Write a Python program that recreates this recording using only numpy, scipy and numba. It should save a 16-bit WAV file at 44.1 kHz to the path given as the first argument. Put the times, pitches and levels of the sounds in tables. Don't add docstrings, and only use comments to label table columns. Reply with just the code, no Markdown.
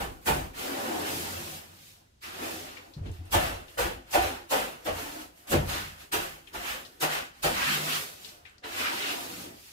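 import sys
import numpy as np
from scipy import signal
from scipy.fft import rfft, irfft
from scipy.io import wavfile
from scipy.ndimage import uniform_filter1d
from numba import njit

SR = 44100
rng = np.random.default_rng(int(sys.argv[2]) if len(sys.argv) > 2 else 0)


def to_wav(sig):
    pcm = np.clip(np.atleast_2d(sig), -1, 1) * 32767
    pcm = np.round(pcm).astype(np.int16)
    wavfile.write(sys.argv[1], SR, pcm.T)


N = 428652
TIME, HZ = np.arange(N) / SR, np.fft.rfftfreq(N, 1 / SR)
CONTROL_TIME = TIME[::32]

# (frequency [Hz], density [dB])
ROOM_TONE = [(30, -6.5), (85, -0.5), (150, -9), (350, -15.5), (600, -17), (1500, -28), (4000, -25),
             (7000, -28), (15500, -41)]
# (frequency [Hz], correlation [-1..1])
MIC_CORRELATION = [(60, 0.93), (130, 0.98), (290, 0.69), (640, -0.49), (1410, -0.48), (3100, -0.047),
                   (6820, 0.034), (15000, -0.08)]
# (frequency [Hz], left over right [dB])
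MIC_BALANCE = [(60, 0.5), (110, 0.5), (200, 0.77), (380, 0.25), (700, 0.32), (1290, -1.9), (2380, 0.51),
               (4400, -1.3), (8120, 1.0), (15000, -1.2)]
# (frequency [Hz], width [Hz], gain [dB])
SHELL_MODES = [
    [(35.2, 15, -15), (54.7, 15, -7)],
    [(88.6, 6.1, 18), (103, 4.7, -19)],
    [(153.5, 3.6, -2.5), (180.4, 58, -7.5)],
]
# (crest [s], rise [s], fall [s], lower ring [dB], three booms [dB])
FOOT_SHIFTS = [(0.09, .05, 0.23, -58, -58, -46, -70), (0.46, 0.09, 0.058, -60, -42, -51, -49),
               (1.298, 0.65, 0.68, -60, -71, -48, -49.5), (2.979, 0.024, 0.13, -60, -49, -41, -47),
               (3.07, 0.1, 0.11, -45.5, -42, -29.5, -54), (3.2, 0.045, 0.38, -58, -51.5, -52, -76),
               (3.54, 0.13, 0.055, -60, -47, -52, -71), (5.81, 0.42, 0.29, -65, -64, -51, -52),
               (9.42, 0.47, 0.29, -46.5, -74, -57, -51.5)]
# (time [s], level [dB], pitch [Hz], t60 [s])
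THUMPS = [(0.301, -28, 143, 0.36), (2.965, -28, 149, 0.14), (3.01, -25.5, 92, 0.1), (3.06, -38, 68, 0.19),
          (3.088, -20, 85, 0.055), (3.189, -31, 87, 0.38), (3.361, -23, 58, 0.25), (3.809, -40, 56.5, 0.18),
          (4.189, -32, 62.4, 0.37), (5.538, -25, 140.8, 0.49), (5.601, -15, 91.5, 0.096),
          (7.023, -35.5, 153, 0.5), (7.443, -29, 153, 0.26)]
# (time [s], pitch [Hz], level [dB])
PANEL_HUM = [(7.64, 146.7, -68), (7.68, 148, -43), (7.79, 151, -46), (7.83, 154, -40), (7.88, 153, -46),
             (7.99, 154, -51), (8.03, 152, -75)]
# (time [s], level [dB], pitch [Hz], t60 [s], crack over rattle [dB])
LITTER_BITS = [(2.7674, -38.5, 2320, 0.068, -11), (2.9348, -50.5, 4100, 0.14, -12),
               (3.057, -50, 2920, 0.22, -14), (3.114, -48, 8000, 0.033, -6), (3.2544, -50, 9000, 0.025, -6),
               (3.681, -44, 3180, 0.049, -11), (6.472, -40.5, 2600, 0.045, -16),
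               (6.8492, -41.5, 4060, 0.091, -12), (8.2463, -29.5, 3770, 0.019, -10),
               (8.254, -36, 4000, 0.031, -12), (8.288, -32.5, 3880, 0.023, -12),
               (8.4514, -42.5, 2360, 0.11, -13), (8.495, -53, 8300, .02, -12),
               (8.581, -44, 4500, 0.022, -12)]

# (frequency [Hz], width [Hz], gain [dB])
SHEET_MODES = [(269, 3.9, 2), (346, 35, 3.5), (410, 38, -4), (526, 120, -4.5), (602, 51, -9), (704, 100, 1),
               (776, 40, -4), (960, 60, -9), (1325, 47, -3.5), (1470, 85, -5)]
GRIT_MODES = [(1185, 35, -4.5), (1487, 74, -1), (1737, 60, 1), (1880, 45, -2), (2553, 76, -2.5),
              (2697, 65, -1), (3014, 60, -4.5)]
# (start [s], pitch [Hz], strength [dB])
FLOOR_PATCHES = [(0, 730, -16), (.25, 898, -5), (.55, 380, -18), (.76, 264, -4), (.89, 335, 2),
                 (.99, 413, 0.5), (1.12, 300, -22), (2.2, 318, -4.5), (3.3, 630, -11), (3.772, 517, -4),
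                 (4.119, 800, 0), (4.49, 467, -2), (4.85, 300, 4.5), (5.5, 347, -9), (6.11, 380, 2),
                 (6.52, 460, -25), (7.0, 804, -10), (7.42, 360, -7), (7.52, 204, 5), (7.88, 415, -14),
                 (8.62, 292, -6.5)]
# (frequency [Hz], density [dB])
LOWER_RING_SPECTRUM = [(150, -8), (240, 4), (400, 1.5), (600, -3.5)]
UPPER_RING_SPECTRUM = [(330, -32), (500, 1.5), (900, 8), (1300, 2.5), (2500, -7)]
GRIT_SPECTRUM = [(600, -18), (1200, 2.5), (2000, 0), (3000, -1.5), (4200, -9.5), (7000, -18.5)]
HISS_SPECTRUM = [(2500, -3), (4500, -2.5), (5700, -4.5), (7000, -4.5), (10000, -6), (12500, -4.5),
                 (15500, -8)]
# (time [s], pitch [Hz], level over grit [dB])
GRIT_RASP = [(0, 1480, -7.5), (7.45, 1200, -18), (7.55, 1230, 3), (7.7, 2140, 2), (7.8, 2700, -6.5),
             (7.92, 2715, 4.5), (8.1, 2500, -35), (8.65, 1970, -18), (8.84, 2130, -13), (8.95, 2250, 5),
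             (9.1, 2700, 4.5), (9.3, 2400, -24)]
# (time [s], gain [dB])
HISS_TREBLE = [(0, 3.2), (.3, 4.1), (.6, 0.2), (1.1, 0), (1.6, 0.1), (2.1, -3), (2.5, -1), (2.8, -6),
               (3.0, 5), (3.2, -4), (3.35, 3.2), (3.55, -2), (3.8, 4), (4.0, -2), (4.15, 2.3), (4.4, -2.5),
               (4.55, 3.5), (4.8, 0.1), (5.0, 1), (5.25, -0.5), (5.48, 5), (5.55, 1), (5.63, 3),
               (5.72, -3.5), (5.95, -1), (6.14, 2.5), (6.45, 2), (6.7, 0), (7.03, 2.3), (7.3, -4), (7.5, 1),
               (7.75, -0.5), (8.0, 1), (8.3, -3.5), (8.55, -1), (8.8, -2.2), (9.2, -0.3), (9.72, -2)]
# (frequency [Hz], t60 [s], swell [s])
KNOCK_MODES = [(338.2, 0.09, 0.0087), (431.4, 0.091, 0.0055), (490, 0.13, 0.0035), (537, 0.08, 0.0027),
               (599, 0.17, 0.0016), (646, .15, .001), (706, 0.2, 0.0016), (767, 0.24, 0.00079),
               (870, 0.11, 0.0022), (955, 0.081, .002)]
# (time [s], judder decay [s], first blow over judder [dB], level of each mode [dB])
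HEAD_KNOCKS = [(0.277, 0.023, -6, -32, -30.5, -33, -34, -29, -37, -33, -38, -25, -32),
               (3.34, 0.024, -6.5, -28, -37, -42, -45, -25, -20.5, -28, -29, -18, -23),
               (3.362, .02, 1.5, -31, -40, -42, -38, -27, -22, -25, -34, -32, -29),
               (3.788, 0.017, 0, -40, -36, -24, -30, -38, -46, -37, -33, -37, -27),
               (4.148, 0.012, 8, -36, -30, -27, -33, -14.5, -35, -22, -15, -40, -24),
               (4.167, .03, 0.5, -25, -34, -32, -39, -29, -34, -22, -14.5, -42, -28),
               (4.242, 0.014, -5, -47, -45, -47, -51, -42, -37, -34, -30, -45, -45),
               (4.521, 0.043, -4, -43, -30, -31, -21.5, -31, -36, -49, -29.5, -25, -29),
               (4.869, 0.037, -6, -38, -42, -31, -36, -37, -33, -32, -32, -32, -46),
               (5.527, 0.03, -5, -21.5, -35, -24.5, -24, -24, -41, -32, -43, -47, -40),
               (6.131, 0.031, -8, -31, -32.5, -54, -52, -38, -47, -44, -42, -37, -29.5),
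               (6.542, 0.0099, 1, -43, -51, -60, -56, -50, -44, -41, -46, -35, -40),
               (7.024, 0.042, -9, -38, -37, -44, -33, -30, -29, -36, -27, -34, -39.5),
               (7.445, 0.032, 1, -29, -38, -38, -36, -22.5, -36, -23, -33, -33, -39),
               (8.639, 0.032, -6, -61, -43, -51, -55, -50, -49, -49, -55, -45, -42)]

# (time [s], rise of the tips [s], head behind tips [s], seven layer levels [dB])
LANDINGS = [(0.0, 0.06, 0.00083, -43.5, -37.5, -33, -38, -38, -53, -45),
            (0.268, 0.027, 0.012, -34, -31.5, -25, -35, -32.5, -40, -32),
            (2.23, 0.03, 0.0081, -45.5, -46, -63, -68, -65, -67, -70),
            (3.326, 0.026, 0.017, -31.5, -29.5, -24, -41, -32, -33.5, -37.5),
            (3.783, 0.015, 0.011, -37, -33.5, -29, -42, -39.5, -43, -45.5),
            (4.135, 0.046, 0.013, -34, -31, -26, -38, -40, -39.5, -65),
            (4.511, 0.029, 0.016, -34, -33, -27, -39, -51, -77, -47),
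            (4.852, 0.016, 0.02, -42.5, -38, -31, -42.5, -45, -47, -43),
            (5.473, 0.0065, .01, -51, -49, -46, -60, -70, -70, -67),
            (5.513, 0.042, 0.017, -34.5, -32, -27.5, -28, -30, -33, -27),
            (6.123, 0.0072, 0.015, -33, -31.5, -32.5, -41, -47, -47.5, -42.5),
            (6.534, 0.01, 0.015, -46.5, -42, -47, -43.5, -51, -63, -70),
            (7.013, 0.019, 0.015, -32.5, -30.5, -30, -38, -61, -68, -47),
            (7.432, 0.016, 0.017, -30.5, -31.5, -25, -35, -42.5, -50, -46),
            (8.637, .008, 0.0077, -65, -47, -48, -52, -63, -58, -71)]
# (lag [s]), (hold [s]), (fall [dB/s]), and from the grit on (rise [s])
LAND_LAG_S = [-0.0015, -0.0088, -0.0082, -0.00051, 0.012, 0.0033, 0.015]
LAND_HOLD_S = [0.012, 0.014, 0.014, 0.0038, 0.02, 0.014, 0.0052]
LAND_FALL_DB_S = [380, 300, 264, 166, 91, 110, 172]
HEAD_RISE_S = [0.02, 0.021, 0.046, 0.065, 0.041, 0.047]
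# (crest [s], rise [s], fall [s], hiss [dB], grit, upper and lower ring over hiss [dB])
DRAGS = [(0.04, .04, 0.24, -55.5, 0, 8, 6), (0.33, 0.054, 0.23, -45, 2, 6, 7.5),
         (3.423, 0.15, 0.25, -41, 3.5, 5.5, 3), (3.82, 0.036, 0.2, -43.5, 5.5, 7, 6),
         (4.22, 0.17, 0.25, -40.5, 3.5, 5, 1), (4.56, 0.086, 0.27, -41, 4, 6, 0.5),
         (4.98, 0.22, 0.37, -44.5, -0.5, 3, -3.5), (5.2, 0.39, 0.11, -49, -7.5, -1.5, -6.5),
         (5.6, 0.19, 0.19, -52.5, 1, 10, -2), (5.7, 0.073, 0.21, -37.5, -4, -4, -7.5),
         (5.739, 0.14, 0.28, -41.5, 3.5, -1.5, -8.5), (6.17, 0.033, 0.28, -42.5, 2.5, 1, -5),
         (6.56, 0.041, 0.63, -51, -1, -16, 3), (6.685, 0.19, 0.2, -42, 4.5, 1.5, -14),
         (7.124, 0.13, 0.19, -39.5, 6, 2.5, -5.5)]
# (share of the hiss's fade [ratio]), (crest after the hiss [s])
DRAG_FADE = [0.95, 0.98, 1, 0.85, 0.46, 0.93, 0.63]
DRAG_LAG_S = [0, 0.0031, 0, 0.017, .016, .016, 0.0045]
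# (deep, middle and upper boom over hiss [dB])
DRAG_BOOM_DB = [-18, -24, -18]
# (crest [s], fall [s], hiss [dB])
GRAZES = [(0.232, 0.088, -61), (2.2, .04, -81), (3.13, 0.2, -59.5), (3.262, 0.034, -61),
          (3.69, 0.53, -59.5), (4.095, 0.045, -65), (4.805, 0.1, -66), (5.368, 0.32, -63), (6.0, 0.12, -52),
          (6.478, 0.028, -61), (6.94, 0.074, -73), (7.35, 0.84, -61)]
# (time [s], hiss [dB], grit over hiss [dB], upper ring over hiss [dB])
SWEEPS = [
    [(0.53, -63, 5, 3), (0.552, -50.5, 0, -7), (0.59, -42.5, -2.5, -3), (0.72, -44, -1.2, 4.5),
     (0.8, -44, -2.5, 4), (0.92, -43.5, -2.5, 5), (1.03, -44, -1, 3), (1.07, -39, 1, -1.5),
     (1.124, -38.5, -10, -4), (1.36, -44, -3.5, -4.5), (1.552, -45.5, -10, -8), (1.66, -60.5, -1, -1),
     (1.888, -55, -17, -20), (2.012, -68.5, -7, -1.5), (2.2, -92, 7, -10)],
    [(2.22, -75, 1.5, -13), (2.26, -48.5, 2, -2), (2.31, -52, 2, -3), (2.438, -43, -2, 0),
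     (2.536, -43, -8.5, -4.5), (2.794, -56, 0, -4), (2.93, -69, -5, 4.5), (3.0, -82, 8, 15)],
    [(7.44, -56, 1.5, 3), (7.47, -40.5, -3, -3), (7.562, -42, 4.5, -4.5), (7.728, -35, 1.5, -8.5),
     (7.81, -40, -2.5, -5), (7.952, -36.5, -0.5, -8.5), (8.162, -55, -10, -7), (8.26, -47.5, -13, -13.5),
     (8.44, -70.5, -3, 5.5), (8.46, -67, 8.5, -2), (8.6, -84.5, 11, 11)],
    [(8.636, -56.5, 21.5, 9), (8.652, -51, -1, -2.5), (8.804, -37.5, 4, -4.5), (8.86, -43, 9.5, 0.5),
     (8.95, -41, -6.5, -0.5), (9.03, -43, 1.5, -1), (9.098, -40, -1.5, -2.5), (9.164, -44, -5.5, 1),
     (9.416, -46.5, -7, -13), (9.522, -58, -4.5, -5), (9.62, -54.5, -14, -16), (9.72, -53, -12, -14)],
]
# (lower over upper ring [dB], three booms over hiss [dB])
SWEEP_BODY = [(1.5, -26, -12, -11.5), (2.5, -25, -11, -13.5), (-1, -31, -19.5, -15), (-2, -31, -22.5, -21)]

GRAZE_RISE_S, GRAZE_COLOUR_DB = 0.076, [-2, -3.5, -7]
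BITE_DB_PER_DECADE = 36.5
SETTLE_DB, SETTLE_S = -36, 0.49
CABIN_T60_S, CRACK_T60_S = 0.19, 0.0099
RASP_WIDTH_HZ, TREBLE_FROM_HZ = 2600, 6300
BASS_CUT_HZ, TOP_CUT_HZ = 16, 15550
ROOM_TONE_DB, SILENT_DB = -65, -200


def undb(db):
    return 10 ** (np.asarray(db) / 20)


def unit(x):
    return x / np.sqrt(np.mean(x ** 2))


def decay(t, t60):
    return np.exp(-np.log(1000) * t / t60)


def along_hz(table):
    hz, value = np.transpose(table)
    return np.interp(np.log(HZ + 1), np.log(hz), value)


def along_time(table):
    times, *columns = np.transpose(table)
    return [np.interp(TIME, times, column) for column in columns]


def colour(x, table):
    skirts = np.minimum(1, HZ / table[0][0]) ** 2 * np.minimum(1, table[-1][0] / (HZ + 1)) ** 2
    return irfft(rfft(x) * undb(along_hz(table)) * skirts, N)


@njit
def bandpass(x, hz, width):
    out, band_state, low_state = np.empty(len(x)), 0., 0.
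    for i in range(len(x)):
        g, damping = np.tan(np.pi * hz[i] / SR), width / hz[i]
        band = (band_state + g * (x[i] - low_state)) / (1 + g * (g + damping))
        band_state, low_state = 2 * band - band_state, low_state + 2 * g * band
        out[i] = damping * band
    return out


def bandpass_twice(x, hz, width):
    return bandpass(bandpass(x, hz, width), hz, width)


def ring(x, modes):
    return sum(undb(db) * bandpass(x, np.full(N, float(hz)), float(width)) for hz, width, db in modes)


def slips(rate_hz, spread_db):
    hit = rng.random(N) < rate_hz / SR
    return hit * rng.standard_normal(N) * undb(spread_db * rng.exponential(size=N))


def flicker(rate_hz, depth_db):
    hold = int(SR / rate_hz)
    steps = np.repeat(rng.standard_normal(N // hold + 1), hold)[:N]
    return undb(depth_db * uniform_filter1d(uniform_filter1d(steps, hold), hold))


def swell_db(crest, rise, fall, fade=(1,), lag=(0,)):
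    t = CONTROL_TIME - crest - np.vstack(lag)
    from_crest = np.where(t < 0, -t / rise, t / fall)
    return -30 * from_crest ** 1.316 * np.where(t < 0, 1, np.vstack(fade))


def room_tone():
    return undb(ROOM_TONE_DB) * unit(colour(rng.standard_normal(N), ROOM_TONE))


def cabin(x, hop):
    tail = decay(TIME[:SR // 5], CABIN_T60_S)
    window = np.sqrt(np.hanning(2 * hop + 1)[:-1])
    x, out = np.pad(x, (hop, 2 * hop)), np.zeros(N + SR)
    for i in range(0, N + hop, hop):
        echoes = signal.fftconvolve(x[i:i + 2 * hop] * window, rng.standard_normal(len(tail)) * tail)
        out[i:i + len(echoes)] += echoes
    return out[hop:hop + N] / np.sqrt(np.sum(tail ** 2))


def shell_boom(booms_db):
    out = 0
    for db, modes in zip(booms_db, SHELL_MODES):
        push = rng.standard_normal(N)
        steady_rms = np.sqrt(np.mean(ring(push, modes) ** 2))
        out += ring(push * undb(db), modes) / steady_rms
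    return out


def foot_shifts():
    for crest, rise, fall, *levels_db in FOOT_SHIFTS:
        yield np.vstack([SILENT_DB] * 3 + levels_db) + swell_db(crest, rise, fall)


def thumps():
    out, t = np.zeros(N + SR), TIME[:SR // 2]
    attack = 1 - np.exp(-t / 0.0037)
    for start, db, hz, t60 in THUMPS:
        i = int(start * SR)
        out[i:i + len(t)] += undb(db) * np.sin(2 * np.pi * hz * t) * attack * decay(t, t60)
    return out[:N]


def panel_hum():
    hz, db = along_time(PANEL_HUM)
    sounding = (TIME > PANEL_HUM[0][0]) & (TIME < PANEL_HUM[-1][0])
    tone = np.sqrt(2) * np.sin(2 * np.pi * np.cumsum(hz) / SR)
    return sounding * undb(db) * flicker(rate_hz=22, depth_db=1.2) * tone


def litter_clicks():
    out, t = np.zeros(N), TIME[:SR // 4]
    attack = 1 - np.exp(-t / 0.0018)
    for start, db, hz, t60, crack_db in LITTER_BITS:
        noise = rng.standard_normal(len(t))
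        rattle = unit(bandpass_twice(noise, np.full(len(t), hz), width=0.64 * hz))
        crack = undb(crack_db) * np.diff(noise, prepend=0) * decay(t, CRACK_T60_S)
        i = int(start * SR)
        out[i:i + len(t)] += undb(db) * (rattle + crack) * attack * decay(t, t60)
    return out


def floor_ring(grit_db, upper_db, lower_db):
    push = unit(slips(rate_hz=6000, spread_db=0.69))
    starts, patch_hz, patch_db = np.transpose(FLOOR_PATCHES)
    patch = np.searchsorted(starts, TIME, side="right").clip(1) - 1
    patch_note = undb(9.5 + patch_db[patch]) * bandpass(push, patch_hz[patch], width=31.0)
    sheet = push + undb(2) * ring(push, SHEET_MODES) + patch_note
    upper = undb(upper_db) * unit(colour(sheet, UPPER_RING_SPECTRUM))
    lower = undb(lower_db) * unit(colour(sheet, LOWER_RING_SPECTRUM))
    return upper + lower + undb(grit_db - 7.5) * unit(ring(push, GRIT_MODES))


def head_knocks(phase):
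    out, t = np.zeros(N + SR), TIME[:SR // 2]
    for start, judder_s, blow_db, *modes_db in HEAD_KNOCKS:
        i, judder = int(start * SR), np.exp(-t / judder_s)
        for (hz, t60, swell_s), db in zip(KNOCK_MODES, modes_db):
            attack = (1 - np.exp(-t / swell_s)) ** 2
            mode = np.sin(2 * np.pi * hz * t + phase) * attack * decay(t, t60)
            push = judder * rng.standard_normal(len(t))
            push[0] = undb(blow_db) * np.sqrt(np.sum(judder ** 2))
            rung = signal.fftconvolve(push, mode)[:len(t)]
            out[i:i + len(t)] += undb(db) * rung / np.abs(rung).max()
    return out[:N]


def grit_scrape():
    grit = unit(colour(slips(rate_hz=8000, spread_db=1.25), GRIT_SPECTRUM))
    grit *= flicker(rate_hz=25, depth_db=0.24)
    rasp_hz, rasp_db = along_time(GRIT_RASP)
    rasp = bandpass_twice(slips(rate_hz=14000, spread_db=0.8), rasp_hz, RASP_WIDTH_HZ)
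    return grit + undb(rasp_db) * unit(rasp)


def bristle_hiss():
    hiss = unit(colour(slips(rate_hz=22000, spread_db=0.39), HISS_SPECTRUM))
    hiss *= flicker(rate_hz=33, depth_db=0.4)
    treble = irfft(rfft(hiss) / (1 + (TREBLE_FROM_HZ / (HZ + 1)) ** 8), N)
    treble_gain = undb(along_time(HISS_TREBLE)[0])
    return hiss + (treble_gain - 1) * treble


def broom_landings():
    for time, tip_rise, head_delay, *levels_db in LANDINGS:
        t = CONTROL_TIME - time - np.vstack(LAND_LAG_S) - np.vstack([0] + [head_delay] * 6)
        rise = np.vstack([tip_rise, *HEAD_RISE_S])
        bite_db = BITE_DB_PER_DECADE * np.log10(np.maximum(1 + t / rise, 1e-6))
        release_db = -np.vstack(LAND_FALL_DB_S) * (t - np.vstack(LAND_HOLD_S))
        yield np.vstack(levels_db) + np.minimum(0, np.minimum(bite_db, release_db))


def broom_drags():
    grazes = [(crest, GRAZE_RISE_S, fall, db, *GRAZE_COLOUR_DB) for crest, fall, db in GRAZES]
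    for crest, rise, fall, hiss_db, *colour_db in DRAGS + grazes:
        levels_db = hiss_db + np.vstack([0, *colour_db, *DRAG_BOOM_DB])
        yield levels_db + swell_db(crest, rise, fall, DRAG_FADE, DRAG_LAG_S)
    for crest, rise, _, hiss_db, *_ in DRAGS:
        yield np.vstack([hiss_db + SETTLE_DB] + [SILENT_DB] * 6) + swell_db(crest, rise, SETTLE_S)


def broom_sweeps():
    for sweep, (lower_db, *booms_db) in zip(SWEEPS, SWEEP_BODY):
        times, *columns = np.transpose(sweep)
        hiss, grit, upper = (np.interp(CONTROL_TIME, times, column) for column in columns)
        hiss[(CONTROL_TIME < times[0]) | (CONTROL_TIME > times[-1])] = SILENT_DB
        yield np.array([hiss + offset for offset in (0, grit, upper, upper + lower_db, *booms_db)])


def contact_levels():
    touches = [*foot_shifts(), *broom_landings(), *broom_drags(), *broom_sweeps()]
    power = sum(undb(touch) ** 2 for touch in touches)
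    return [np.interp(TIME, CONTROL_TIME, layer) for layer in 10 * np.log10(power + 1e-12)]


def spaced_pair(mid, side):
    correlation = along_hz(MIC_CORRELATION)
    mid = irfft(rfft(mid) * np.sqrt((1 + correlation) / 2), N)
    side = irfft(rfft(side) * np.sqrt((1 - correlation) / 2), N)
    return np.array([mid + side, mid - side])


def scene():
    hiss_db, grit_db, upper_db, lower_db, *booms_db = contact_levels()
    scrape = undb(hiss_db) * bristle_hiss() + undb(grit_db) * grit_scrape()
    floor = floor_ring(grit_db, upper_db, lower_db)
    clicks, thuds = litter_clicks(), thumps()
    mid, side = (undb(3.5) * cabin(scrape + undb(-7) * clicks, hop=350)
                 + undb(1) * cabin(floor, hop=1700)
                 + shell_boom(booms_db) + room_tone() for _ in range(2))
    mid += clicks + head_knocks(phase=0) + thuds + panel_hum()
    side += clicks + undb(-4.5) * head_knocks(phase=np.pi / 2) + undb(-10) * thuds
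    return spaced_pair(mid, side)


def record(dry):
    balance = undb(np.outer([.5, -.5], along_hz(MIC_BALANCE)))
    ports = irfft(rfft(dry) * balance, N)
    bass_cut = signal.butter(2, BASS_CUT_HZ, "high", fs=SR, output="sos")
    top_cut = signal.ellip(10, .2, 80, TOP_CUT_HZ, fs=SR, output="sos")
    return signal.sosfilt(top_cut, signal.sosfilt(bass_cut, ports))


dry = scene()
out = record(dry)
to_wav(out)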